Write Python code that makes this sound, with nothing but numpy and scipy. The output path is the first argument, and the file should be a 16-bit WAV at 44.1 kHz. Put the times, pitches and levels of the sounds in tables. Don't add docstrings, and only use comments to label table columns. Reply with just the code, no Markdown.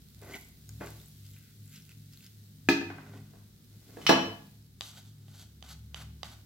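import sys
import numpy as np
from scipy import signal
from scipy.fft import rfft, irfft, next_fast_len
from scipy.io import wavfile
from scipy.ndimage import uniform_filter1d

SR = 44100
rng = np.random.default_rng(int(sys.argv[2]) if len(sys.argv) > 2 else 0)


def convert_level_to_amplitude(level_db):
    exponent = np.asarray(level_db, float) / 20
    return 10 ** exponent


def materialize(psi):
    bounded = np.clip(np.atleast_2d(psi).T, -1, 1)
    quanta = np.round(bounded * 32767).astype(np.int16)
    wavfile.write(sys.argv[1], SR, quanta)


N = 284445
T = np.arange(N) / SR

# (f/Hz, width/Hz, level/dB)
PAN_WOOD = [(660, 420, 5), (1130, 370, -2.5), (1476, 210, 4.5), (2020, 380, 1), (2500, 300, -3.5)]
PAN_BODY = [(267, 65, 1), (289, 14, -0.39), (404, 54, -2.2)]
HISS = [(3355, 1600, 1), (4560, 2100, -1), (6750, 4100, -1), (11700, 6200, -6)]


def colour(x, gain):
    size = next_fast_len(x.shape[-1], True)
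    f = np.arange(size // 2 + 1) * SR / size + 1
    return irfft(rfft(x, size) * gain(f), size)[..., :x.shape[-1]]


def peaks(table):
    def gain(f):
        power = 0
        for hz, width_hz, db in table:
            detune = (f / hz - hz / f) * hz / width_hz
            power = power + convert_level_to_amplitude(2 * db) / (1 + detune ** 2) ** 2
        return np.sqrt(power)
    return gain


def unit(x):
    return x / np.sqrt(np.mean(x ** 2))


def walk(rate):
    k = int(SR / rate)
    held = rng.standard_normal(N // 20)[np.arange(N) // k]
    return unit(uniform_filter1d(uniform_filter1d(held, k), k))


def ports(x, pan_db, count):
    return np.array([np.roll(x, count) * convert_level_to_amplitude(pan_db / 2), x * convert_level_to_amplitude(-pan_db / 2)])


def grit(rate, spread_db, smooth):
    place = rng.random(N // 10)
    sign = rng.standard_normal(N // 10)
    size = rng.exponential(size=N // 10)
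    used = int(rate * N / SR)
    slips = np.zeros(N)
    slips[(place[:used] * N).astype(int)] = (sign * convert_level_to_amplitude(spread_db * np.minimum(size, 5.5)))[:used]
    return unit(unit(slips) + smooth * rng.standard_normal(N))


def strokes(rows, share=False):
    power = np.zeros(N)
    for s, db, rise, fall, rel_db in rows:
        on = slice(max(int((s - 3 * rise) * SR), 0), int((s + 3 * fall) * SR))
        before, after = (s - T[on]) / max(rise, .002), (T[on] - s) / max(fall, .002)
        away = np.where(T[on] < s, before, after)
        power[on] += convert_level_to_amplitude(2 * (db + share * rel_db - 20 * away))
    return np.sqrt(power)


def rubbed(rub, table):
    return unit(colour(rub, peaks(table)))


def play(rows, first, second):
    return strokes(rows) * first + strokes(rows, share=True) * second


def blows(events, modes, crack, scatter_db, count):
    out, t = np.zeros((2, N)), T[:SR // 2]
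    hz, db, t60 = np.transpose(modes)[:, :, None]
    shapes = convert_level_to_amplitude(db - 60 * t / t60) * np.sin(2 * np.pi * hz * t)
    crack_hz, width_hz, crack_db, decay, splash_db = crack
    band = signal.iirpeak(crack_hz, crack_hz / width_hz, fs=SR)
    radiate = signal.butter(2, max(210, .6 * hz.min()), "high", fs=SR)
    chance = rng.standard_normal((len(events), len(modes)))
    for (s, peak_db, pan_db, contact_ms), c in zip(events, chance):
        ring = convert_level_to_amplitude(scatter_db * c) @ shapes
        ring = ring / np.abs(ring).max()
        burst = rng.standard_normal((2, len(t))) * np.exp(-t / decay)
        splash = convert_level_to_amplitude(splash_db) * signal.lfilter([1, -2, 1], 1, burst)
        mid, side = signal.lfilter(*band, signal.lfilter(*band, burst)) + splash
        rattle = mid + 0.92 * np.array([side, -side])
        blow = ports(ring, pan_db, count=count) + convert_level_to_amplitude(crack_db) * rattle
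        soft = np.exp(-1000 / (max(contact_ms, .01) * SR))
        blow = signal.lfilter(*radiate, signal.lfilter([1 - soft], [1, -soft], blow))
        i = int(s * SR)
        out[:, i:i + len(t)] += convert_level_to_amplitude(peak_db) * blow[:, :N - i]
    return out


def ticks(rows):
    out, t = np.zeros((2, N)), T[:SR // 20]
    for s, peak_db, hz, pan_db in rows:
        click = np.diff(rng.standard_normal(len(t) + 1)) * np.exp(-t / 0.00093)
        pop = np.sin(2 * np.pi * hz * t) * np.exp(-t / 0.0015) + convert_level_to_amplitude(-4.0) * click
        i = int(s * SR)
        out[:, i:i + len(t)] += ports(convert_level_to_amplitude(peak_db) * pop, pan_db, count=0)
    return out


def swells(rows, calm_db):
    return convert_level_to_amplitude(calm_db) + sum(convert_level_to_amplitude(db) * np.exp(-((T - s) / half) ** 2) for s, db, half in rows)


def floor():
    # (f/Hz, level/dB per Hz)
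    spectrum = [(25, -32.5), (47, -11.5), (80, -15.5), (200, -11.5), (290, -23), (420, -27.5), (560, -38.5),
                (1000, -44.5), (1500, -38.5), (2600, -42), (3900, -37), (6400, -43), (9500, -45.5),
                (12500, -43)]
    # (t/s, level/dB)
    sizzle = [
        (0.0, -74),
        (0.3, -71.5),
        (.55, -73.5),
        (0.88, -68.5),
        (1.38, -73),
        (2.3, -73),
        (3.6, -75.5),
        (4.17, -68),
        (4.7, -77.5),
        (6.45, -75.5),
    ]
    hz, db = np.transpose(spectrum)
    shape = lambda f: convert_level_to_amplitude(np.interp(np.log(f), np.log(hz), db))
    mid = rng.standard_normal(N)
    side = colour(rng.standard_normal(N), lambda f: np.clip(f / 900, .25, 1))
    air = colour(np.array([mid + side, mid - side]), lambda f: shape(f) / (1 + (f / 2500) ** 2))
    air = air * convert_level_to_amplitude(0.67 * walk(2.4))
    grains = np.array([grit(2700, 2.5, 1.4), grit(3000, 3.9, 1.5)])
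    fizz = colour(grains, lambda f: shape(f) / (1 + (2500 / f) ** 2))
    breath = unit(convert_level_to_amplitude(np.interp(T, *np.transpose(sizzle))))
    return convert_level_to_amplitude(-27) * (air + convert_level_to_amplitude(9.5) * fizz * breath)


def rumble():
    modes_hz = [104.4, 69, 147.3, 202.2, 265]
    trims_db = [0, 0, -0.5, -8, -14.5]
    calms_db = [-63, -72, -64, -64.5, -63]
    # (t/s, peak level/dB, half length/s)
    main = [(0.233, -52.5, 0.077), (0.755, -47, 0.077), (0.924, -47.5, 0.066), (1.277, -50, 0.12),
            (1.64, -48, 0.063), (2.01, -51.5, 0.11), (2.42, -54.5, 0.22), (2.694, -44, 0.043),
            (2.885, -46.5, 0.08), (3.174, -46.5, .1), (3.422, -55, .07), (3.749, -49, 0.054),
            (3.96, -56, 0.061), (4.29, -46, 0.057), (4.597, -57, 0.084), (4.853, -57.5, 0.12),
            (5.086, -53, 0.041), (5.302, -52.5, 0.23), (5.837, -49.5, 0.066), (6.07, -49.5, 0.079),
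            (6.353, -54.5, 0.11)]
    # (t/s, peak level/dB, half length/s)
    passes = [
        (0.304, -59, 0.4),
        (0.818, -52, 0.18),
        (1.253, -63, 0.22),
        (2.702, -54, 0.055),
        (4.154, -54.5, 0.097),
        (4.702, -64, 0.19),
        (5.797, -49.5, 0.28),
        (6.17, -50, .25),
    ]
    # (t/s, peak level/dB, half length/s)
    murmurs = [(.22, -62.5, 0.23), (.8, -53.5, 0.16), (1.2, -61, 0.2), (1.706, -57, 0.16),
               (2.048, -57.5, 0.18), (2.58, -54.5, 0.056), (2.72, -47.5, 0.042), (3.1, -55, 0.25),
               (4.13, -41, 0.075), (4.5, -60, 0.15), (5.201, -60, 0.21), (5.75, -59.5, 0.094),
               (6.05, -53, 0.15)]
    total = 0
    for rows, calm_db, db, hz in zip((main, passes, murmurs, murmurs, murmurs), calms_db, trims_db, modes_hz):
        force = swells(rows, calm_db)
        tone = np.sin(2 * np.pi * np.cumsum(hz + .025 * hz * walk(14)) / SR)
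        total = total + force * tone * convert_level_to_amplitude(1.0 + db + 1.0 * walk(16))
    return ports(total, .6, count=4)


def spatter():
    # (t/s of most force, level/dB, rise/s, fall/s, unused level/dB)
    bursts = [
        (.25, -68, .08, .3, 0),
        (.36, -57.5, 0.22, .25, 0),
        (.72, -69, .05, .2, 0),
        (.85, -62, .15, 0.31, 3),
        (1.0, -67, .2, 0.24, 0),
        (1.3, -63, 0.19, 0.32, 0),
        (1.74, -60.5, 0.24, .2, 0),
        (2.19, -66, .2, 0.26, 0),
    ]
    # (f/Hz, width/Hz, level/dB)
    bands = [(7340, 2000, -2), (11800, 3500, 0), (14600, 1800, -4.5)]
    # (t/s, peak level/dB, pitch f/Hz, left
    # minus right level/dB)
    spits = [(.1017, -58, 11500, -1), (.2159, -51, 9500, -1.5), (.232, -52, 7860, -1),
             (.248, -55, 10800, 0), (.2967, -60, 14300, -1), (.336, -41, 2060, 0), (.3581, -50, 12300, 0),
             (.387, -51, 11500, 0), (.413, -50, 11400, 0), (.4873, -51, 14400, 1), (.5881, -58, 12500, .5),
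             (.8046, -57, 11300, .5), (.8425, -55, 11800, -.5), (.9682, -53, 14000, .5),
             (1.0829, -50, 11300, 0), (1.1797, -54, 11900, -2), (1.3853, -51, 11500, 1.5),
             (1.6576, -55, 10800, 1.5), (1.6955, -54, 7850, .5), (1.7858, -59, 10900, -1),
             (1.8642, -55, 11300, -1), (1.9829, -58, 7130, .5), (2.1919, -56, 13000, .5),
             (2.2408, -59, 12000, .5)]
    crackle = np.array([grit(1500, 2.7, .8), grit(1500, 3.1, 0.86)])
    return strokes(bursts) * unit(colour(crackle, peaks(bands))) + ticks(spits)


def wet_ticks():
    # (t/s, peak level/dB, pitch f/Hz, left minus right level/dB)
    bubbles = [(0.2164, -58, 3720, -3), (0.4479, -50, 7840, -6.5), (0.6918, -40, 6850, 0),
               (0.6925, -43.5, 5220, -2), (0.8617, -44, 7200, -1.0), (0.9044, -45, 8240, 2),
               (1.0001, -47.5, 3650, 4), (1.059, -48, 8000, 2), (1.2645, -52, 5000, 5),
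               (1.3344, -53, 7910, 1.5), (1.3648, -51, 2500, 6), (1.6784, -50.5, 7520, 3),
               (1.7594, -45, 5500, 0), (1.8223, -49.5, 5480, 1.5), (1.8637, -61, 3410, -1.5),
               (1.8931, -47, 2640, -2), (1.9174, -49, 2530, -4), (2.1253, -52, 5414, 2),
               (2.1345, -47, 4900, 0), (2.1736, -44, 4176, 3), (2.2066, -50, 2660, 4),
               (2.2444, -48, 4666, -4.5), (2.265, -44.5, 5120, 1), (2.4594, -56.5, 4035, -2.5),
               (4.4694, -54, 4260, -1), (4.6249, -57, 5100, -2)]
    return ticks(bubbles)


def stove_thuds():
    # (t/s, peak level/dB, left minus right level/dB, contact time/ms)
    thuds = [
        (.222, -40.5, -.5, 0.28),
        (.809, -29.5, .5, 0.16),
        (3.335, -45.5, -1.5, 0.3),
        (3.892, -46, 0, 0.44),
        (3.970, -30, 0, 0.3),
        (4.094, -1.6, -1, 0.12),
    ]
    # (f/Hz, level/dB, t60/s)
    modes = [(202.6, -5, 0.28), (264.2, -4, 0.4), (338, 2, 0.26), (440.7, 0.5, 0.18), (470, 0.5, 0.2),
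             (539, -5, .12), (618, -4.5, 0.11), (680.5, 3, 0.13), (836, -13, 0.1), (1147, -4, 0.16),
             (1688, 9, 0.025), (2640, 0, .04), (3650, -8.5, .02), (5290, -19, .02)]
    # (f/Hz, width/Hz, level/dB, decay/s, splash level/dB)
    crack = (519, 1102, 1.5, 0.0214, -38)
    return blows(thuds, modes, crack, 0.73, count=2)


def stir(rub):
    # (t/s of most force, wood level/dB, rise/s, fall/s, hiss relative level/dB)
    rows = [
        (.235, -59, .02, .1, -3),
        (.272, -50.5, 0.06, .08, -10),
        (.36, -51.5, 0.091, 0.03, 0.5),
        (.4, -69.5, 0.035, 0.17, 9),
        (.811, -42, 0.0065, 0.078, -12.5),
        (.87, -47.5, 0.022, 0.026, -3),
        (.9, -61.5, 0.16, 0.17, 4.5),
    ]
    wood = rubbed(rub, PAN_WOOD) + convert_level_to_amplitude(1) * rubbed(rub, PAN_BODY)
    return play(rows, wood, rubbed(rub, HISS))


def squeak():
    # (t/s of most force, level/dB, rise/s, fall/s, unused level/dB)
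    rows = [
        (.322, -56, 0.013, 0.041, 0),
        (.345, -41, 0.023, 0.029, 0),
    ]
    phase = 2 * np.pi * np.cumsum(2060 * (1 + 0.055 * walk(400))) / SR
    tone = np.sin(phase) + convert_level_to_amplitude(-9) * np.sin(1.45 * phase)
    return strokes(rows) * tone * convert_level_to_amplitude(3.0 + 4.2 * walk(300))


def spoon_bumps():
    # (t/s, peak level/dB, left minus right level/dB, contact time/ms)
    bumps = [
        (.692, -49.5, -1, 0.024),
        (2.902, -26.5, .5, 0.068),
        (2.984, -33, -1, 0.064),
        (2.994, -44, -1, 0.054),
        (3.064, -40, -1, 0.09),
        (3.136, -43, -1, .07),
        (3.356, -55, -1, 0.14),
    ]
    # (f/Hz, level/dB, t60/s)
    modes = [(423, -2, 0.036), (760, -1, 0.026), (1150, -15, 0.016), (1550, 2.5, 0.026), (2000, -6, 0.024)]
    # (f/Hz, width/Hz, level/dB, decay/s, splash level/dB)
    crack = (1200, 1600, -10.5, 0.06, -40)
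    return blows(bumps, modes, crack, 2.7, count=1)


def turn_food(rub):
    # (t/s of most force, squelch level/dB, rise/s, fall/s, hiss relative level/dB)
    rows = [
        (1.27, -75.5, .1, 0.26, 11.5),
        (1.375, -67, .02, 0.12, -12),
        (1.48, -70, .15, .1, -14),
        (1.72, -66, .05, .15, 6),
        (1.765, -67, 0.13, 0.092, 8.5),
        (1.915, -66, .07, 0.047, 5.5),
        (2.14, -72.5, .04, 0.16, 11.5),
        (2.268, -67.5, 0.15, .02, 9.5),
    ]
    # (f/Hz, width/Hz, level/dB)
    wet = [(1496, 300, -2.5), (2054, 290, -1), (2675, 620, -6.5)]
    return play(rows, rubbed(rub, wet), rubbed(rub, HISS))


def rim_knocks():
    # (t/s, peak level/dB, left minus right level/dB, contact time/ms)
    knocks = [
        (2.688, -2, 1.5, 0.033),
        (2.815, -21, 7, 0.15),
    ]
    # (f/Hz, level/dB, t60/s)
    modes = [(282.5, 3.5, 0.23), (336.6, 1, 0.24), (200.5, -14, .15), (406.7, -7, 0.2),
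             (500.5, -7.5, 0.054), (773.4, -7, 0.11), (915, -6.5, 0.062), (1302, -4, .035),
             (1722, 6.5, 0.03), (2015, 0.5, 0.028), (2485, 8, 0.033), (640, -10, .1), (3950, -8, 0.016),
             (6230, -1.5, 0.0079)]
    # (f/Hz, width/Hz, level/dB, decay/s, splash level/dB)
    crack = (4300, 3200, -16, 0.033, -21.5)
    return blows(knocks, modes, crack, 0.39, count=2)


def drag_on_rim(rub):
    # (t/s of most force, wood level/dB, rise/s, fall/s, hiss relative level/dB)
    rows = [
        (2.96, -60, 0.12, 0.31, -10),
        (3.17, -61, 0.33, 0.11, -5.5),
        (3.38, -71.5, 0.29, 0.11, -0.5),
        (3.72, -77, .05, .5, -2),
        (3.92, -66.5, 0.084, .3, -4),
        (4.055, -59, 0.22, 0.038, 2),
    ]
    wood = rubbed(rub, PAN_WOOD) + convert_level_to_amplitude(5.5) * rubbed(rub, PAN_BODY)
    return play(rows, wood, rubbed(rub, HISS))


def grate_clanks():
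    # (t/s, peak level/dB, left minus right level/dB, contact time/ms)
    clanks = [
        (4.015, -36, -1, 0.071),
        (4.066, -7.5, 0, 0.037),
        (4.092, -8.5, .3, 0.0084),
    ]
    # (f/Hz, level/dB, t60/s)
    modes = [(1304, -5, 0.016), (2167, -4.5, 0.023), (2565, -1, 0.023), (2986, -9, 0.2), (3005, -9, 0.26),
             (4115, -14, 0.22), (4867, -21, 0.018), (5250, -8.5, 0.11), (5490, -14, 0.22),
             (5650, -7, 0.094), (6858, -25.5, 0.25), (7800, -21.5, .015)]
    # (f/Hz, width/Hz, level/dB, decay/s, splash level/dB)
    crack = (3000.5, 3499.5, -7.5, 0.0215, -23.5)
    return blows(clanks, modes, crack, .8, count=2)


def stick_taps():
    # (t/s, peak level/dB, left minus right level/dB, contact time/ms)
    taps = [
        (4.809, -18.5, 5, 0.0079),
        (4.819, -28, -10, 0.032),
        (5.283, -37.5, -9, 0.19),
        (5.342, -38, -12, 0.22),
        (5.626, -31, -12.5, 0.038),
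        (5.945, -23, -12, 0.043),
        (6.232, -17, -5, 0.045),
        (6.243, -37, -6, 0.055),
    ]
    # (f/Hz, level/dB, t60/s)
    modes = [(808, -3, 0.018), (1200, 1, 0.012), (2050, -10, 0.021), (3074, 4, 0.015), (3450, 9, 0.012),
             (3800, 4, 0.015), (4700, 5, 0.013), (6100, 3, 0.011), (7300, -4, 0.008)]
    # (f/Hz, width/Hz, level/dB, decay/s, splash level/dB)
    crack = (4200, 3500, -7, 0.0015, -21)
    return blows(taps, modes, crack, 2.8, count=1)


def wipe(rub):
    # (t/s of most force, hiss level/dB, rise/s, fall/s, wood relative level/dB)
    rows = [(4.825, -50, .01, 0.22, -13), (4.935, -63.5, .015, 0.16, -2), (4.99, -59.5, 0.17, 0.032, -4.5),
            (5.05, -67, .01, 0.057, -6), (5.085, -63.5, 0.13, 0.059, -17), (5.35, -59, .02, 0.12, -7),
            (5.39, -56.5, 0.084, 0.099, -15), (5.44, -58.5, 0.24, 0.02, -7),
            (5.645, -57.5, 0.022, 0.12, -2), (5.71, -52.5, 0.073, 0.058, -6.5),
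            (5.962, -52.5, 0.015, 0.094, 0.5), (6.02, -47, 0.052, 0.019, -0.5), (6.05, -72, .03, 0.12, -11),
            (6.247, -51, 0.0094, 0.11, 0), (6.32, -53.5, 0.075, 0.054, -4)]
    # (f/Hz, width/Hz, level/dB)
    stick_hiss = [(3220, 680, -0.5), (3720, 330, 1), (4460, 1100, 0), (6200, 2200, -3.5), (7660, 1100, -4),
                  (11500, 5100, -6)]
    spoon_wood = [(763, 400, 0), (1260, 440, -4.5), (1470, 215, 1.5), (2090, 1040, -6.5)]
    return play(rows, rubbed(rub, stick_hiss), rubbed(rub, spoon_wood))


def room(x):
    # (f/Hz, level/dB, t60/s)
    bands = [(153.8, -1, 0.57), (426.5, -4.5, 0.48), (1000, -1, 0.49), (2500, -2.5, 0.49),
             (5960, -3.5, 0.44), (12000, -8, 0.34)]
    t, tail = T[:SR * 2 // 3], 0
    for hz, db, t60 in bands:
        noise = rng.standard_normal((2, len(t)))
        mid, side = colour(noise, lambda f: np.exp(-(np.log(f / hz) / 0.64) ** 2))
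        fade = convert_level_to_amplitude(db - 60 * t / t60) * np.clip((t - .003) / 0.0062, 0, 1)
        tail = tail + fade * (mid + np.clip(hz / 1200, .15, 1.25) * np.array([side, -side]))
    tail = tail / np.sqrt(np.sum(tail ** 2) / 2)
    return convert_level_to_amplitude(-4) * signal.oaconvolve(x.mean(axis=0)[None], tail, axes=1)[:, :N]


def scene():
    rub = grit(2500, 2.2, 0.94) * convert_level_to_amplitude(2.3 * walk(60))
    inside = ports(stir(rub) + turn_food(rub) + squeak(), .4, count=2) + wet_ticks()
    above = ports(drag_on_rim(rub) + wipe(rub), -.2, count=1) + stick_taps() + spoon_bumps()
    rim = rim_knocks()
    stove = grate_clanks() + stove_thuds()
    sent = convert_level_to_amplitude(-1.5) * rim + convert_level_to_amplitude(-7.0) * inside + convert_level_to_amplitude(-5.5) * above + convert_level_to_amplitude(1.5) * stove
    return inside + above + rim + stove + room(sent) + rumble() + floor() + spatter()


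def roll_off(x):
    return signal.sosfilt(signal.butter(12, 16810, fs=SR, output="sos"), x)


def record(dry):
    bass_cut = signal.butter(1, 30, "high", fs=SR, output="sos")
    top_cut = signal.ellip(8, .3, 60, 15900, fs=SR, output="sos")
    rounded = np.tanh(1.1 * dry) / 1.102
    return roll_off(signal.sosfilt(np.vstack([bass_cut, top_cut]), rounded))


dry = scene()
out = record(dry)
materialize(out)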